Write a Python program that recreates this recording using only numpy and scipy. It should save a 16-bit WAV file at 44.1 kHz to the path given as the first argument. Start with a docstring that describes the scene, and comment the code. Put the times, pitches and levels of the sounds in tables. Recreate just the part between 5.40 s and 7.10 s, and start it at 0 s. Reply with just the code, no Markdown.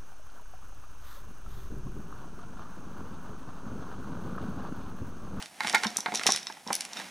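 """A carpeted room: a dog noses a treat puzzle, three hard plastic tubes swinging on a crossbar.
The tubes knock and click against the bar, soft shoves thud through the stand, and dry treats
tumble inside and ping against the tube walls. Each blow is a crack, a noise shudder and ringing
modes; sliding, scraping and pouring are dense tiny impulses. A short room tail follows the blows."""
import sys
import numpy as np
from scipy import signal
from scipy.fft import rfft, irfft
from scipy.io import wavfile
from scipy.ndimage import uniform_filter1d

SR = 44100
rng = np.random.default_rng(int(sys.argv[2]) if len(sys.argv) > 2 else 0)


def unload_audio(sound):
    """Save the sound as a 16-bit wav file, at the path given as the first command line argument."""
    columns = np.transpose(np.atleast_2d(sound))
    # keep every value between -1 and 1, then stretch to whole-number steps
    steps = np.round(np.clip(columns, -1, 1) * 32767)
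    wavfile.write(sys.argv[1], SR, steps.astype(np.int16))


N = 74970
SIZE = 16384  # samples per impulse response
HZ = np.maximum(np.fft.rfftfreq(SIZE, 1 / SR), 1)
AGE_S, TIME_S = np.arange(SIZE) / SR, np.arange(N) / SR

# blows: start_s, level_db, tilt_db_per_oct
STAND_SHOVES = [(0.248, -48, -21), (0.3389, -27.5, 3), (0.4559, -32, -4.5), (0.584, -33, 3),
                (0.7245, -38, -4), (0.7386, -34, -2.5), (0.859, -27, 0.5), (0.8889, -24.5, 1.5),
                (1.265, -40.5, -2.5), (1.283, -38, -1.5), (1.3033, -25, 2)]
TREAT_HITS = [(0.3278, -35, 7), (.3808, -38.5, 0), (0.4683, -29, -0.5), (0.5036, -46, 5), (.5694, -22, 14),
              (0.5815, -40, 0), (.5866, -39, 17), (0.6051, -32, 12), (0.747, -31, 3), (0.756, -26, 6),
              (0.773, -31.5, -1), (0.8669, -17.5, -2), (0.8754, -22, 5), (.880, -32, 8), (.9041, -25, 2.5),
              (.9115, -32.5, 3.5), (0.9208, -19, 5.5), (0.9333, -29.5, -2), (.9393, -31, 3),
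              (1.0298, -40, -1), (1.0693, -31.5, -4), (1.1238, -43.5, -4), (1.275, -37, 0.5),
              (1.5326, -36.5, 1.5), (1.5699, -35, -6.5)]
TUBE_KNOCKS = [(0.2061, -24.5, 1.5), (0.235, -34.5, 4), (0.247, -28.5, -0.5), (0.3346, -29, -1.5),
               (0.3455, -20.5, 0), (0.3478, -19, 1.9), (0.3534, -26.5, 6), (.358, -22, 1),
               (0.4349, -27.5, -2.5), (0.4489, -26.5, 0.5), (0.6602, -23.5, -1.5), (0.683, -32.5, -6),
               (0.7212, -32, -2.5), (0.813, -33, 0.5), (.896, -30, -4.5), (1.0999, -36.5, -3.5),
               (1.170, -45, -1.5), (1.5992, -36.5, 4.5)]
# plastic on plastic: start_s, level_db, tilt_db_per_oct, crack_share
EDGE_CLICKS = [(0.0251, -36, -2.5, 0.37), (0.0593, -43, -2, 0.94), (0.268, -37, -5.5, 1),
               (0.2723, -27.5, -4.5, 0.92), (0.2803, -31, -6, 0.1), (.2884, -36, -2, 0.3),
               (0.2966, -27.5, -1, 0.04), (.348, -26.5, 5.5, 0.36), (0.4344, -27, -4, 0),
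               (0.4445, -31, -1.5, 0.4), (0.5617, -36.5, -8.5, 0.16), (.7487, -30.5, 2.5, 0),
               (0.796, -31.5, -7, 0.8), (0.8343, -30, -2.5, 0), (0.865, -29.5, 26, 0.2),
               (0.8727, -22.5, -3, 1), (0.8753, -29.5, 0, 0.98), (0.9476, -33, -6.5, .3),
               (0.9614, -27, 1.5, 0.53), (0.9746, -35, -2.5, 0.98), (1.3291, -25, 4.5, 0),
               (1.341, -34, 4, 0), (1.3522, -26, 12, 0.14), (1.3637, -39, 8, 0.2), (1.408, -29, 3, 0.6),
               (1.4195, -41, 0, 0.2), (1.4508, -37, 2, .1)]
# treats running down a tube: start_s, length_s, level_db
TREAT_POURS = [(0.741, .05, -36.5), (0.869, .14, -37.5)]
# sliding envelope: time_s, level_db
SLIDE_LEVELS = [(0, -44), (.10, -56.5), (.195, -51.5), (0.237, -40.5), (.47, -43), (.54, -48), (.655, -50),
                (.77, -43), (0.851, -43.5), (.87, -37), (.95, -47), (1.0, -50), (1.11, -49.5), (1.25, -57),
                (1.288, -45.5), (1.49, -50), (1.59, -40), (1.70, -48.5)]
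# source spectra: freq_hz, gain_db
HISS_SPECTRUM = [(30, -22), (200, 10), (800, -22), (3000, -13), (10000, 0), (16000, -19)]
SLIDE_SPECTRUM = [(40, -38), (210, 4), (450, -5), (780, 6), (1150, -2.5), (2100, 0.5), (4500, -6.5),
                  (5600, -4.5), (7500, -11.5), (9800, -13), (12000, -20), (16000, -33)]
THUD_SPECTRUM = [(30, -20), (120, -20.5), (225, 2.5), (350, -2.5), (500, -8), (630, -7.5), (900, 6.5),
                 (1400, -10.5), (2200, -14.5), (4000, -41), (16000, -70)]
CLICK_SPECTRUM = [(60, -36), (240, -24), (800, -14), (2200, 3.5), (3900, 1.5), (5600, 1.5), (8000, -1.5),
                  (9800, 0), (12500, -19), (16000, -32)]
TREAT_SPECTRUM = [(60, -37), (280, -35), (1500, -4.5), (3000, -4), (3750, 5.5), (4400, -0.5), (5600, 6),
                  (8000, -4.5), (9800, -6), (12500, -23), (16000, -45)]
KNOCK_SPECTRUM = [(60, -55), (200, -11.5), (620, -10.5), (890, 6), (1150, -5.5), (1500, 0), (2150, -0.5),
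                  (2700, -14), (3900, -9), (6000, -23), (10000, -28), (16000, -43)]
# resonances: pitch_hz, level_db, t60_s
STAND_RING = [(220, -1.4, .075), (429, 0.28, 0.056), (522, -2, 0.059), (781.6, -2.6, 0.094),
              (908.4, 0.76, 0.072)]
WALL_RING = [(3731, 1.5, 0.08), (5370, -1.5, 0.06), (5550, -1, 0.098), (6030, -0.5, 0.031)]
TUBE_RING = [(722, 1, 0.44), (798, -1, 0.04), (940, -19, 0.059), (1343, -10, 0.72), (1423, 1.5, 0.087),
             (1833, -5.5, 0.16), (2113, 5, 0.077), (2320, -8, 0.059)]
# room band decay, before the tail's overall fade: freq_hz, t60_s
ROOM_DECAY = [(150, 0.9), (1000, 0.02), (3000, 0.57), (8000, 1.2), (15000, 0.54)]
# room tail spectrum: freq_hz, gain_db
ROOM_SPECTRUM = [(80, -12.5), (200, -8), (450, -9), (1000, -11.5), (5500, -8.5), (15000, -17.5)]
# stereo balance: freq_hz, left_minus_right_db
BALANCE = [(250, 0), (700, -2), (1600, -3), (11000, 1)]
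# stereo width: freq_hz, side_gain_db
WIDTH = [(50, 0), (160, -22.5), (1400, -11.5), (9000, -21.5), (14000, 0)]


def from_db(db):
    """Decibels to gain."""
    return 10 ** (np.asarray(db) / 20)


def unit(x):
    """Scale to unit energy."""
    return x / np.sqrt(np.sum(x ** 2) + 1e-20)


def at_hz(table, hz=HZ):
    """Interpolate over log frequency."""
    freqs_hz, values = np.transpose(table)
    return np.interp(np.log(hz), np.log(freqs_hz), values)


def fade(t60_s):
    """Free decay, 60 dB in t60_s."""
    return np.exp(-np.log(1000) * AGE_S / t60_s)


def causal(gain_db):
    """Minimum-phase impulse response of a gain curve."""
    cepstrum = irfft(gain_db * np.log(10) / 20)
    fold = 1 + np.sign(SIZE // 2 - np.arange(SIZE)) - (AGE_S == 0)
    return irfft(np.exp(rfft(cepstrum * fold)))


def through(x, response):
    """Filter x, keeping its length."""
    return signal.fftconvolve(x, response)[:len(x)]


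def evened(x, t60_s):
    """Flatten a burst's chance spectral peaks, then fade it; unit energy."""
    spectrum = rfft(x)
    flat = irfft(spectrum / np.sqrt(np.abs(spectrum) ** 2 + np.sum(x ** 2) / 10))
    return unit(flat * fade(t60_s))


def dying_noise(t60_s_at):
    """Dense resonances: 12 noise bands, each with its own decay; unit energy."""
    edges_hz = np.geomspace(100, 18000, 13)
    white = rfft(rng.standard_normal(SIZE))
    out = 0
    for low, high in zip(edges_hz, edges_hz[1:]):
        band = irfft(white * (HZ >= low) * (HZ < high))
        out += np.sqrt(high - low) * unit(band * fade(t60_s_at(np.sqrt(low * high))))
    return unit(out)


def ringing(modes, scatter_db=4.5, detune=0.003):
    """Struck modes rising over one cycle; level and pitch vary per blow; unit energy."""
    out = 0
    for k, (pitch_hz, level_db, t60_s) in enumerate(modes):
        gain = (-1) ** k * from_db(level_db + scatter_db * rng.normal())
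        tone = np.cos(2 * np.pi * pitch_hz * (1 + detune * rng.normal()) * AGE_S)
        out += gain * unit(tone * np.minimum(pitch_hz * AGE_S, 1) * fade(t60_s))
    return unit(out)


def contact(spectrum, crack_share, decay_s, swell_s=0.00061):
    """A crack plus a shudder that swells as the plastic flexes, treble dying first; unit energy."""
    shudder = dying_noise(lambda hz: decay_s * (1000 / hz) ** 0.74)
    shudder = evened(shudder, 2 * decay_s) * (1 - np.exp(-AGE_S / swell_s))
    burst = np.sqrt(crack_share) * (AGE_S == 0) + np.sqrt(1 - crack_share) * unit(shudder)
    return unit(through(burst, causal(at_hz(spectrum))))


def add_blow(track, start_s, level_db, tilt_db_per_oct, attack, ring, window_s=0.005):
    """Tilt and mix in one blow; level_db is the attack's energy spread over window_s."""
    slope = causal(tilt_db_per_oct * np.log2(np.clip(HZ, 200, 12000) / 1000))
    gain = from_db(level_db) * np.sqrt(window_s * SR / np.sum(through(attack, slope) ** 2))
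    start = int(start_s * SR)
    track[start:start + SIZE] += gain * through(attack + ring, slope)[:N - start]


def grains(spectrum, rate_per_s):
    """Tiny slips: equal impulses of random sign and timing, filtered; unit rms."""
    slips = rng.choice([-1, 1], N) * (rng.random(N) < rate_per_s / SR)
    return np.sqrt(N) * unit(through(slips, causal(at_hz(spectrum))))


def room_tone(level_db=-60):
    """Faint steady hiss."""
    hiss = through(rng.standard_normal(N), causal(at_hz(HISS_SPECTRUM)))
    return from_db(level_db) * np.sqrt(N) * unit(hiss)


def room_tail(x, onset_s=0.0013):
    """Short tail of a furnished room, different for each spot on the toy."""
    tail = evened(dying_noise(lambda hz: at_hz(ROOM_DECAY, hz)), t60_s=0.31)
    tail *= np.clip(AGE_S / onset_s - 1, 0, 1)
    return through(x, through(unit(tail), causal(at_hz(ROOM_SPECTRUM))))


def sliding():
    """Tubes turn on the bar and treats slide inside: dense tiny slips."""
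    level_db = np.interp(TIME_S, *np.transpose(SLIDE_LEVELS))
    return from_db(level_db) * grains(SLIDE_SPECTRUM, rate_per_s=2500)


def scrape(hits, span_s=0.012, gain_db=-11.5):
    """Parts scuff along each other just before and after they hit."""
    power = hits ** 2
    for _ in range(2):
        power = uniform_filter1d(power, int(span_s * SR))
    return from_db(gain_db) * np.sqrt(np.abs(power)) * grains(CLICK_SPECTRUM, rate_per_s=2100)


def pouring():
    """Jostling treats: a bright crunch that starts at once and runs out."""
    flow = 0
    for start_s, length_s, level_db in TREAT_POURS:
        remaining = np.clip(1 - (TIME_S - start_s) / length_s, 0, 1)
        flow += from_db(level_db) * (TIME_S > start_s) * np.sqrt(remaining)
    return flow * grains(TREAT_SPECTRUM, rate_per_s=700)


def stand_thuds():
    """Soft shoves carried by the posts and base."""
    out = np.zeros(N)
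    for blow in STAND_SHOVES:
        attack = contact(THUD_SPECTRUM, crack_share=0.11, decay_s=0.038)
        add_blow(out, *blow, attack, from_db(-1.5) * ringing(STAND_RING))
    return out


def edge_clicks():
    """Hard plastic edges meet: dry clicks, faint wall ring."""
    out = np.zeros(N)
    for *blow, crack_share in EDGE_CLICKS:
        attack = contact(CLICK_SPECTRUM, crack_share, decay_s=0.035)
        add_blow(out, *blow, attack, from_db(-9.5) * ringing(WALL_RING, detune=0.009))
    return out


def treat_hits():
    """Treats strike the tube wall: a brief swelling ping, then a ring that varies by spot."""
    out = np.zeros(N)
    for start_s, level_db, tilt_db_per_oct in TREAT_HITS:
        pitch_hz = 5523 + 28.3 * tilt_db_per_oct  # shorter, brighter touches ping higher
        loss_db = 0.6 * tilt_db_per_oct  # bright, glancing hits ring less
        ping = unit(np.sin(2 * np.pi * pitch_hz * AGE_S) * AGE_S * fade(t60_s=0.0044))
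        attack = contact(TREAT_SPECTRUM, crack_share=0.13, decay_s=0.03)
        attack += from_db(-max(loss_db, 0)) * ping
        ring = from_db(-5 - loss_db) * ringing(WALL_RING, detune=0.012)
        add_blow(out, start_s, level_db, tilt_db_per_oct, attack, ring)
    return out


def tube_knocks():
    """Hollow tubes strike the bar; harder knocks ring more."""
    out = np.zeros(N)
    for start_s, level_db, tilt_db_per_oct in TUBE_KNOCKS:
        attack = contact(KNOCK_SPECTRUM, crack_share=0.52, decay_s=0.035)
        ring = from_db(9 + 0.68 * level_db) * ringing(TUBE_RING)
        add_blow(out, start_s, level_db, tilt_db_per_oct, attack, ring)
    return out


def scene():
    """Toy close, slightly right; reflections differ per channel."""
    knocks, thuds, clicks = tube_knocks(), stand_thuds(), edge_clicks()
    sources = knocks, thuds, clicks + scrape(clicks), treat_hits() + pouring()
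    mid = sum(blows + room_tail(blows) for blows in sources) + sliding() + room_tone()
    reflections = evened(rng.standard_normal(SIZE) * fade(t60_s=0.23), t60_s=0.27)
    side = through(mid, through(reflections, causal(at_hz(WIDTH))))
    return np.array([through(mid + sign * side, causal(sign * at_hz(BALANCE) / 2)) for sign in (1, -1)])


def record(dry):
    """Clip at full scale, then low-pass steeply."""
    cutoff_hz = 15800
    lowpass = signal.ellip(10, 0.1, 80, cutoff_hz, fs=SR, output="sos")
    return signal.sosfilt(lowpass, np.clip(dry, -1, 1))


dry = scene()
out = record(dry)
unload_audio(out)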